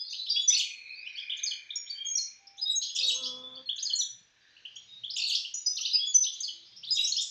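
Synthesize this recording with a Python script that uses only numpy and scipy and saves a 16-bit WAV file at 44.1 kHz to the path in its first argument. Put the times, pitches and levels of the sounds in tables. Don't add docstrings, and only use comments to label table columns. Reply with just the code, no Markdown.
import sys
import numpy as np
from scipy import signal
from scipy.fft import rfft, irfft
from scipy.io import wavfile
from scipy.ndimage import uniform_filter1d

SR = 44100
rng = np.random.default_rng(int(sys.argv[2]) if len(sys.argv) > 2 else 0)


def wrap_up_sound(samples):
    columns = np.atleast_2d(samples).T
    tamed = np.clip(columns, -1, 1)
    steps = np.round(tamed * 32767).astype(np.int16)
    wavfile.write(sys.argv[1], SR, steps)


N = 321930
TIME = np.arange(N) / SR
FREQS = np.fft.rfftfreq(N, 1 / SR)


def gain_of(db):
    return 10 ** (np.asarray(db) / 20)


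def evened(x):
    return x / np.sqrt(np.mean(x ** 2) + 1e-20)


def read(points, hz):
    f, value = np.transpose(points)
    return np.interp(np.log(hz + 1), np.log(f + 1), value)


def curves(rows):
    s, *columns = np.transpose(rows)
    return [np.interp(TIME, s, c) for c in columns]


def swells(rows, rest_db):
    gain = gain_of(rest_db)
    for s, width, db in rows:
        gain = gain + gain_of(db) * np.exp(-.5 * ((TIME - s) / width) ** 2)
    return gain


def add(mix, s, sound):
    part = mix[max(round(s * SR), 0):][:len(sound)]
    part += sound[:len(part)]


def glide(hz):
    return 2 * np.pi * np.cumsum(hz) / SR


def noise(gain):
    return evened(irfft(rfft(rng.standard_normal(N)) * gain, N))


def band(hz, width_hz):
    return noise(np.exp(-.5 * ((FREQS - hz) / width_hz) ** 2))


# frequency in Hz, relative level in dB.
AIR = [(18, -32), (30, -0.5), (44, 0), (96, 1.5), (157, -3.5), (244, -1), (949, -4), (1500, -8),
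       (1950, -48), (3300, -120)]


def still_air():
    return gain_of(-75.5) * noise(gain_of(read(AIR, FREQS)))


# frequency in Hz, relative level in dB.
WASH = [(710, -53.5), (1200, -17), (1580, -15), (2360, -7), (2660, -7), (2740, -5.5), (4290, -7.5),
        (4640, -21), (5430, -10.5), (5880, -10), (7860, -25), (10200, -56.5), (17300, -120)]


def treble_wash():
    return gain_of(-66) * noise(gain_of(read(WASH, FREQS)))


def microphone_hiss():
    return gain_of(-92.5) * noise(1)


# centre in seconds, half width in seconds, level in dB.
HUM = [(3.58, 0.17, -74.5), (4.19, 0.048, -68.5), (5.0, 0.12, -72.5), (6.2, 0.044, -76),
       (6.89, 0.14, -71.5), (6.0, 1.9, -95)]


def low_hum():
    return swells(HUM, rest_db=-91.5) * (band(119, 7.2) + 0.57 * band(175, 25))


# centre in seconds, half width in seconds, level in dB.
HISS = [(1.42, 0.29, -63.5), (2.0, 0.036, -68), (3.0, 1.3, -77), (3.9, 0.16, -67), (4.52, 0.13, -67)]


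def narrow_hiss():
    return swells(HISS, rest_db=-97) * band(1707, 160)


# pitch in Hz, level in dB, time to fade by 60 dB in seconds.
KNOCK = [(176, 4, 0.11), (310, 0.5, .08), (430, 7, 0.064), (720, -8, 0.0569)]


def knock():
    out, t = np.zeros(N), np.arange(SR // 2) / SR
    for hz, db, t60 in KNOCK:
        ring = gain_of(db - 60 * t / t60) * np.sin(2 * np.pi * hz * t)
        add(out, .336, gain_of(-68.5) * ring)
    return out


# start in seconds, length in seconds, pitch in Hz, level in dB.
FAR_TONES = [(.6, 0.49, 481, -81.5), (2.363, 0.35, 792, -66), (5.157, 0.11, 794, -72),
             (5.792, 0.018, 1266, -64.5), (6.49, 0.2, 336, -75)]


def far_tones():
    out = np.zeros(N)
    for s, length, hz, db in FAR_TONES:
        t = TIME[:round(length * SR)]
        add(out, s, gain_of(db) * signal.windows.tukey(len(t), .5) * np.sin(2 * np.pi * hz * t))
    return out


# time in seconds, level in dB, pitch in Hz.
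SCRAPE = [(2.95, -75, 262.1), (3.04, -59.5, 260.5), (3.12, -61, 247.6), (3.19, -57, 260.2),
          (3.3, -58, 251.6), (3.42, -59.5, 253.4), (3.52, -60.5, 256.8), (3.61, -60.5, 263.3),
          (3.68, -92, 263)]
# multiple of the pitch, level in dB against the others, time it sets in, in seconds.
SCRAPE_ORDERS = [(1, 0.5, 3.2), (2, -0.5, 2.96), (3, -13.5, 3.3), (4, -4, 3.13), (5, -9.5, 3.14),
                 (6, -22.5, 2.4)]
ORDER_RISE_S = 0.035


def scrape():
    db, hz = curves(SCRAPE)
    phase = glide(hz * (1 + 0.0092 * band(0, 60)))
    drone = np.zeros(N)
    for multiple, level, s in SCRAPE_ORDERS:
        fade_in = np.clip((TIME - s) / ORDER_RISE_S, 0, 1)
        drone += gain_of(level) * np.sin(multiple * phase) * fade_in
    rub = 0.2 * band(170, 72) + 0.34 * band(470, 250) + 0.35 * band(1110, 250)
    sounding = (TIME > SCRAPE[0][0]) * (TIME < SCRAPE[-1][0])
    return gain_of(db) * (0.97 * evened(drone) + rub) * sounding


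# frequency in Hz, time to fade by 60 dB in seconds.
ROOM = [(200, 0.4), (2500, 0.44), (4000, 0.37), (6000, 0.43), (8000, 0.42), (13000, 0.14)]


def tail(rise_s):
    count = SR // 8
    taps = np.zeros(SR)
    places = np.arange(count) * 8 + rng.integers(0, 8, count)
    taps[places] = rng.choice([-1., 1.], count)
    hz, t, z = signal.stft(taps, SR, nperseg=256)
    decay = gain_of(-60 * t / read(ROOM, hz)[:, None])
    ring = signal.istft(z * decay, SR, nperseg=256)[1]
    ring *= 1 - np.exp(-np.arange(len(ring)) / SR / rise_s)
    return ring / np.linalg.norm(ring)


def room(x, early_db, tail_db, early_s):
    delay, sign = rng.uniform(.1, 1, 14), rng.choice([-1., 1.], 14)
    early = np.zeros(SR)
    early[(delay * early_s * SR).astype(int)] = sign * np.exp(-delay)
    early /= np.linalg.norm(early)
    echoes = gain_of(early_db) * early + gain_of(tail_db) * tail(rise_s=0.0078)[:SR]
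    return x + signal.fftconvolve(x, echoes)[:N]


# centre in seconds, half width in seconds, level in dB.
TWITTER = [(.03, 0.1, -40), (.37, 0.13, -39), (1.2, 0.28, -55.5), (3.3, 0.61, -69.5), (6.5, 0.99, -54.5)]


def twitter():
    out = np.zeros(N)
    for when, span, pitch, slope in rng.random((420, 4)):
        u = np.linspace(0, 1, round((0.012 + 0.027 * span) * SR))
        hz = 4200 * (1 + .45 * (pitch - .5)) * (1 + 0.57 * (slope - .5) * (u - .5))
        add(out, when * N / SR, np.hanning(len(u)) * np.sin(glide(hz)))
    wet = irfft(rfft(out) * rfft(tail(rise_s=0.019), N), N)
    return swells(TWITTER, rest_db=-78) * evened(wet)


# time in seconds, pitch in Hz, level in dB.
WHEEZES = [
    [(.55, 2550, -40.5), (.66, 2460, -42), (1.0, 2501, -42), (1.3, 2422, -40.5), (1.62, 2396, -47),
     (1.85, 2355, -54), (2.05, 2346, -54), (2.35, 2416, -57), (2.6, 2360, -67)],
    [(.78, 3990, -75), (.88, 4140, -49), (.98, 4320, -49.5), (1.08, 5540, -53), (1.2, 5660, -64),
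     (1.3, 5630, -79.5)],
]


def wheezes():
    out = np.zeros(N)
    for rows in WHEEZES:
        hz, db = curves(rows)
        phase = glide(hz)
        fuzz = band(0, 65) * np.sin(phase) + 0.46 * band(0, 180) * np.sin(.94 * phase)
        out += gain_of(db) * evened(fuzz) * (TIME > rows[0][0]) * (TIME < rows[-1][0])
    return out


def song(notes, waver, flutter, taper, second_db, third_db, fizz_db):
    out = np.zeros(N)
    fizz = gain_of(fizz_db) * band(10140, 2100)
    for s, length, start, middle, end, db in notes:
        at = np.clip(round(s * SR) + np.arange(max(round(length * SR), 64)), 0, N - 1)
        u = np.linspace(0, 1, len(at))
        hz = np.polyval(np.polyfit([0, .5, 1], [start, middle, end], 2), u)
        phase = glide(hz * (1 + waver[at]))
        second = gain_of(second_db) * np.sin(2 * phase)
        third = gain_of(third_db) * np.sin(3 * phase) * (hz < SR / 6)
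        tone = np.sin(phase) + second + third + fizz[at]
        swell = signal.windows.tukey(len(at), np.clip(taper, .1, 1))
        add(out, s, gain_of(db) * swell * tone * (1 + flutter[at]))
    return out


def note(shape, voice, s, length, hz, db):
    return (s, length, *(hz * np.array(shape)), db, voice)


LEVEL, HOLD, LEAD = (1.008, 1, 1.004), (.95, 1, 1.008), (.67, .77, .86)
CHUP, FLICK, DROP, BUZZ = (.83, 0.97, 1.065), (.7, 1, 1.3), (1.23, 1, 0.863), (0.98, 1, 1.04)
# start in seconds, length in seconds, level in dB.
FLURRIES = [(0.106, 0.049, -35.5), (0.478, .16, -33), (1.167, 0.032, -43.5), (2.811, 0.093, -41),
            (2.947, 0.17, -32.5), (3.219, 0.04, -34.5), (3.746, 0.089, -44), (5.162, .2, -30),
            (5.752, 0.13, -39.5), (6.221, 0.052, -39.5), (7.059, 0.17, -41.5)]
CHIRPS_PER_S, CHIRP_S, CHIRP_SPREAD_DB = 83, .013, 10
CHIRP_LOW_HZ, CHIRP_HIGH_HZ = 2900, 5800


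def flurry(s, length, db):
    notes = []
    for when, span, pitch, force in rng.random((round(length * CHIRPS_PER_S), 4)):
        hz = CHIRP_LOW_HZ * (CHIRP_HIGH_HZ / CHIRP_LOW_HZ) ** pitch
        level = db + CHIRP_SPREAD_DB * (force - .5)
        notes.append(note(CHUP, "clear", s + length * when, CHIRP_S * (.5 + span), hz, level))
    return notes


def chatter():
    notes = [values for row in FLURRIES for *values, _ in flurry(*row)]
    return song(notes, .002 * band(0, 130), 0.077 * band(0, 200), taper=0.62,
                second_db=-33, third_db=-38, fizz_db=-41)


# start in seconds, length in seconds, pitch in Hz (times the shape), level in dB.
CHUPS, PEEPS, DROPS = [(.137, 0.018, 3280, -40.5), (.36, 0.014, 2940, -32.5), (1.059, 0.022, 3025, -37),
                       (1.175, 0.024, 3380, -33), (1.317, 0.016, 3150, -31), (1.704, 0.0082, 3730, -30.5),
                       (4.564, 0.011, 2920, -45), (4.65, .013, 3085, -35), (4.761, .012, 3315, -39),
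                       (5.034, 0.022, 3415, -31.5), (5.446, 0.0174, 3116, -30), (5.828, 0.014, 3460, -32.5),
                       (5.857, 0.015, 3080, -28.5), (5.94, 0.049, 2875, -41), (6.969, 0.014, 3600, -25),
                       (7.038, 0.019, 5640, -22.5), (7.164, 0.014, 5530, -24), (7.175, 0.03, 3620, -26.5)], [(0, 0.018, 4980, -32.5), (.02, .24, 4385, -49.5),
                                      (.66, .32, 4306, -50.5), (.945, 0.056, 4526, -46.5),
                                      (2.178, .028, 4284, -29.5), (2.78, 0.73, 3390, -44.5),
                                      (3.266, 0.045, 3410, -38.5), (3.37, 0.23, 3470, -43),
                                      (3.654, 0.034, 4270, -42), (3.932, 0.012, 4290, -22.5),
                                      (4.86, 0.16, 3756, -49), (5.936, 0.041, 4779, -24),
                                      (7.121, 0.0088, 4270, -20.5)], [(2.169, 0.016, 5800, -27), (3.998, 0.035, 3735, -31.5),
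                                                     (5.777, .017, 2960, -37.5), (6.223, 0.018, 5280, -36)]
RASPS, FLICKS = [(.094, 0.047, 6210, -46), (.18, .07, 4020, -39.5), (.288, 0.047, 5376, -37.5),
                 (.496, .03, 2190, -45), (1.173, 0.012, 5570, -52.5), (2.469, .012, 5340, -46),
                 (2.566, 0.034, 6250, -53.5), (2.814, 0.015, 4180, -33.5), (2.815, .044, 3306, -39.5),
                 (2.844, .035, 4990, -41), (3.254, 0.022, 5330, -38), (3.786, 0.0079, 4200, -40.5),
                 (3.952, 0.023, 6950, -30), (5.136, 0.0087, 4900, -37), (5.19, 0.015, 2810, -34.5),
                 (5.75, 0.014, 5910, -35), (5.809, 0.013, 5800, -31), (6.761, 0.029, 5360, -47),
                 (6.916, .047, 6990, -38), (6.954, 0.013, 5730, -35.5), (6.979, 0.033, 2784, -37.5),
                 (7.07, 0.037, 6530, -32.5), (7.205, 0.029, 7160, -33), (7.206, 0.026, 5670, -39)], [(.124, .015, 4610, -34), (2.821, 0.024, 5250, -38),
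                                (3.223, 0.018, 4900, -38), (5.094, 0.022, 4600, -31.5),
                                (5.346, 0.022, 4520, -25.5), (5.767, 0.014, 4080, -28.5),
                                (5.848, 0.02, 4220, -24), (6.238, 0.01, 3940, -28.5),
                                (6.828, 0.031, 3770, -37.5)]
FLICK_S = .024


def single_calls():
    notes = []
    for calls, shape, voice in [(CHUPS, CHUP, "clear"), (PEEPS, LEVEL, "clear"),
                                (DROPS, DROP, "forced"), (RASPS, BUZZ, "buzzy")]:
        notes += [note(shape, voice, *row) for row in calls]
    for s, length, hz, db in FLICKS:
        notes.append(note(np.power(FLICK, length / FLICK_S), "clear", s, length, hz, db))
    return notes


# start in seconds, length in seconds, low and high pitch in Hz,
# low and high note's level in dB.
CHORDS = [(1.756, 0.012, 5563, 6786, -26, -26.5), (3.987, 0.02, 5916, 7190, -21, -34),
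          (4.754, 0.025, 5686, 6660, -51, -49.5), (5.538, 0.023, 5870, 6830, -29, -27.5),
          (5.66, 0.018, 5020, 5995, -25, -25)]


def chords():
    notes = []
    for s, length, low_hz, high_hz, low_db, high_db in CHORDS:
        notes.append(note(LEVEL, "clear", s, length, low_hz, low_db))
        notes.append(note(HOLD, "clear", s, length, high_hz, high_db))
    return notes


# start in seconds, pip's pitch in Hz and level in dB, held pitch in Hz and
# level in dB, octave's level in dB, closing whistle's delay and length in seconds, pitch in Hz, level in dB.
SLURS = [(0.297, 4730, -20.5, 3408, -26, -42, 0.1764, 0.037, 5960, -15),
         (1.896, 4565, -30, 3231, -35.5, -27.5, .254, 0.018, 5680, -22),
         (2.612, 4986, -28, 3846, -22, -37, 0.14, 0.039, 6516, -20.5),
         (2.985, 4900, -27.5, 3820, -22.5, -37, 0.1477, 0.069, 6400, -31),
         (5.931, 5023, -21, 3366, -32.5, -33.5, .207, .044, 6053, -14.5),
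         (6.904, 4970, -21.5, 3851, -22.5, -40.5, 0.16, 0.049, 6400, -29.5)]
LEAD_S, LEAD_DB, PIP_S = .036, -16.5, 0.023
HOLD_DELAY_S, HOLD_UNTIL, FLIP_AT = .034, 0.934, 0.58


def slur(s, pip_hz, pip_db, held_hz, held_db, octave_db, delay, close_s, close_hz, close_db):
    held_s = HOLD_UNTIL * delay - HOLD_DELAY_S
    octave_hz = 2 * held_hz * HOLD[-1]
    return [note(LEAD, "buzzy", s - LEAD_S, LEAD_S, pip_hz, pip_db + LEAD_DB),
            note(LEVEL, "clear", s, PIP_S, pip_hz, pip_db),
            note(HOLD, "swelling", s + HOLD_DELAY_S, held_s, held_hz, held_db),
            note(LEVEL, "swelling", s + FLIP_AT * delay, (1 - FLIP_AT) * delay, octave_hz, octave_db),
            note(LEVEL, "swelling", s + delay, close_s, close_hz, close_db)]


def phrase(pattern, s, stretch, level_db):
    return [(s + delay * stretch, length * stretch, *pitches, db + level_db, voice)
            for delay, length, *pitches, db, voice in pattern]


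# delay in seconds and length in seconds, both before stretching, start, middle and end pitch in Hz,
# level in dB before the phrase's own level, voice.
TUMBLE, SCOLD = [(-.142, 0.017, 4100, 4536, 4600, -39, "clear"),
                 (-.123, 0.016, 2900, 3276, 3450, -39.5, "clear"),
                 (0, .019, 2690, 3406, 3550, -24, "clear"), (.073, .02, 6600, 6480, 6400, -45, "buzzy"),
                 (.088, .024, 3150, 3510, 3850, -38.5, "buzzy"),
                 (.128, 0.026, 2800, 3565, 3850, -41.5, "clear"),
                 (.14, .014, 6200, 6340, 7000, -24.5, "clear"),
                 (.143, .01, 8930, 7270, 6300, -47.5, "buzzy"),
                 (.165, 0.034, 5500, 4553, 4150, -26.5, "clear"),
                 (.214, .024, 3750, 3122, 3040, -29, "clear")], [(0, .026, 6230, 7040, 7500, -32, "buzzy"),
                                 (.014, .026, 4980, 5520, 5440, -37, "buzzy"),
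                                 (.021, 0.037, 3285, 3623, 3930, -27, "clear"),
                                 (.058, .018, 2670, 2640, 3100, -30, "clear"),
                                 (.08, 0.021, 4050, 4400, 4570, -20.5, "clear"),
                                 (.104, .025, 4400, 4450, 4460, -31, "buzzy"),
                                 (.115, 0.043, 8620, 6945, 5550, -33, "forced"),
                                 (.137, .034, 3966, 3150, 2600, -26.5, "forced")]
# start in seconds, time stretch as a factor, level in dB.
TUMBLES, SCOLDS = [(1.294, .99, -2), (3.688, 0.97, -0.5), (6.262, 1, -4)], [(0.482, 0.79, -1), (2.947, 0.99, -4), (5.156, 0.99, -5)]


def sung(voice):
    notes = single_calls() + chords()
    for row in TUMBLES:
        notes += phrase(TUMBLE, *row)
    for row in SCOLDS:
        notes += phrase(SCOLD, *row)
    for row in SLURS:
        notes += slur(*row)
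    return [values for *values, kind in notes if kind == voice]


def rasps():
    return song(sung("buzzy"), 0.043 * band(260, 110), 0.12 * band(340, 170), taper=0.42,
                second_db=-32.5, third_db=-50, fizz_db=-35.5)


def forced():
    return song(sung("forced"), 0.02 * band(180, 110), 0.099 * band(380, 260), taper=0.54,
                second_db=-37, third_db=-26, fizz_db=-27)


def long_tones():
    return song(sung("swelling"), 0.0016 * band(0, 130), 0.19 * band(0, 230), taper=0.82,
                second_db=-45.5, third_db=-38.5, fizz_db=-52.5)


def whistles():
    return song(sung("clear"), 0.0027 * band(0, 130), 0.25 * band(0, 200), taper=0.55,
                second_db=-36, third_db=-43.5, fizz_db=-52)


def scene():
    background = still_air() + treble_wash() + microphone_hiss() + low_hum()
    far = room(scrape() + knock() + far_tones(), early_db=-12, tail_db=-12, early_s=.02)
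    buzzy = room(rasps() + forced(), early_db=-2.5, tail_db=-2.0, early_s=0.014)
    clear = room(whistles() + long_tones() + chatter(), early_db=-2.5, tail_db=-4, early_s=.02)
    mix = background + gain_of(-1.5) * narrow_hiss() + gain_of(2.5) * far
    mix += gain_of(-2.0) * twitter() + gain_of(-4.0) * wheezes()
    mix += gain_of(.5) * buzzy + gain_of(-1.5) * clear
    return mix[None]


# time in seconds, level in dB.
THRESHOLD = [(0, -58.5), (3.3, -69), (4.2, -56), (4.6, -97.5)]


def suppress(x, depth_db):
    hz, t, z = signal.stft(x, SR, nperseg=512, noverlap=384)
    power = uniform_filter1d(abs(z) ** 2, size=5, axis=-1)
    power = uniform_filter1d(power, size=3, axis=-2)
    threshold = gain_of(np.interp(t, *np.transpose(THRESHOLD))) ** 2
    share = read([(2400, 0.29), (2900, 0.75)], hz)[:, None]
    weak = threshold / (threshold + abs(power)) * share
    return signal.istft(z * gain_of(depth_db * weak), SR, nperseg=512, noverlap=384)[1][:, :N]


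# frequency in Hz, gain in dB.
MIC = [(30, -3.5), (6500, 0.5), (7500, -8), (8400, -4), (9300, -16.5), (10300, -4), (12200, -1),
       (13300, -11), (15000, -18)]
EDGE_HZ = 15600


def record(dry):
    spectrum = rfft(suppress(dry, depth_db=-6.0), 2 * N)
    colour = gain_of(read(MIC, np.fft.rfftfreq(2 * N, 1 / SR)))
    coloured = irfft(spectrum * colour)[:, :N]
    low_pass = signal.firwin(511, EDGE_HZ, window=("kaiser", 9), fs=SR)
    return signal.oaconvolve(coloured, low_pass[None], "same")


dry = scene()
out = record(dry)
wrap_up_sound(out)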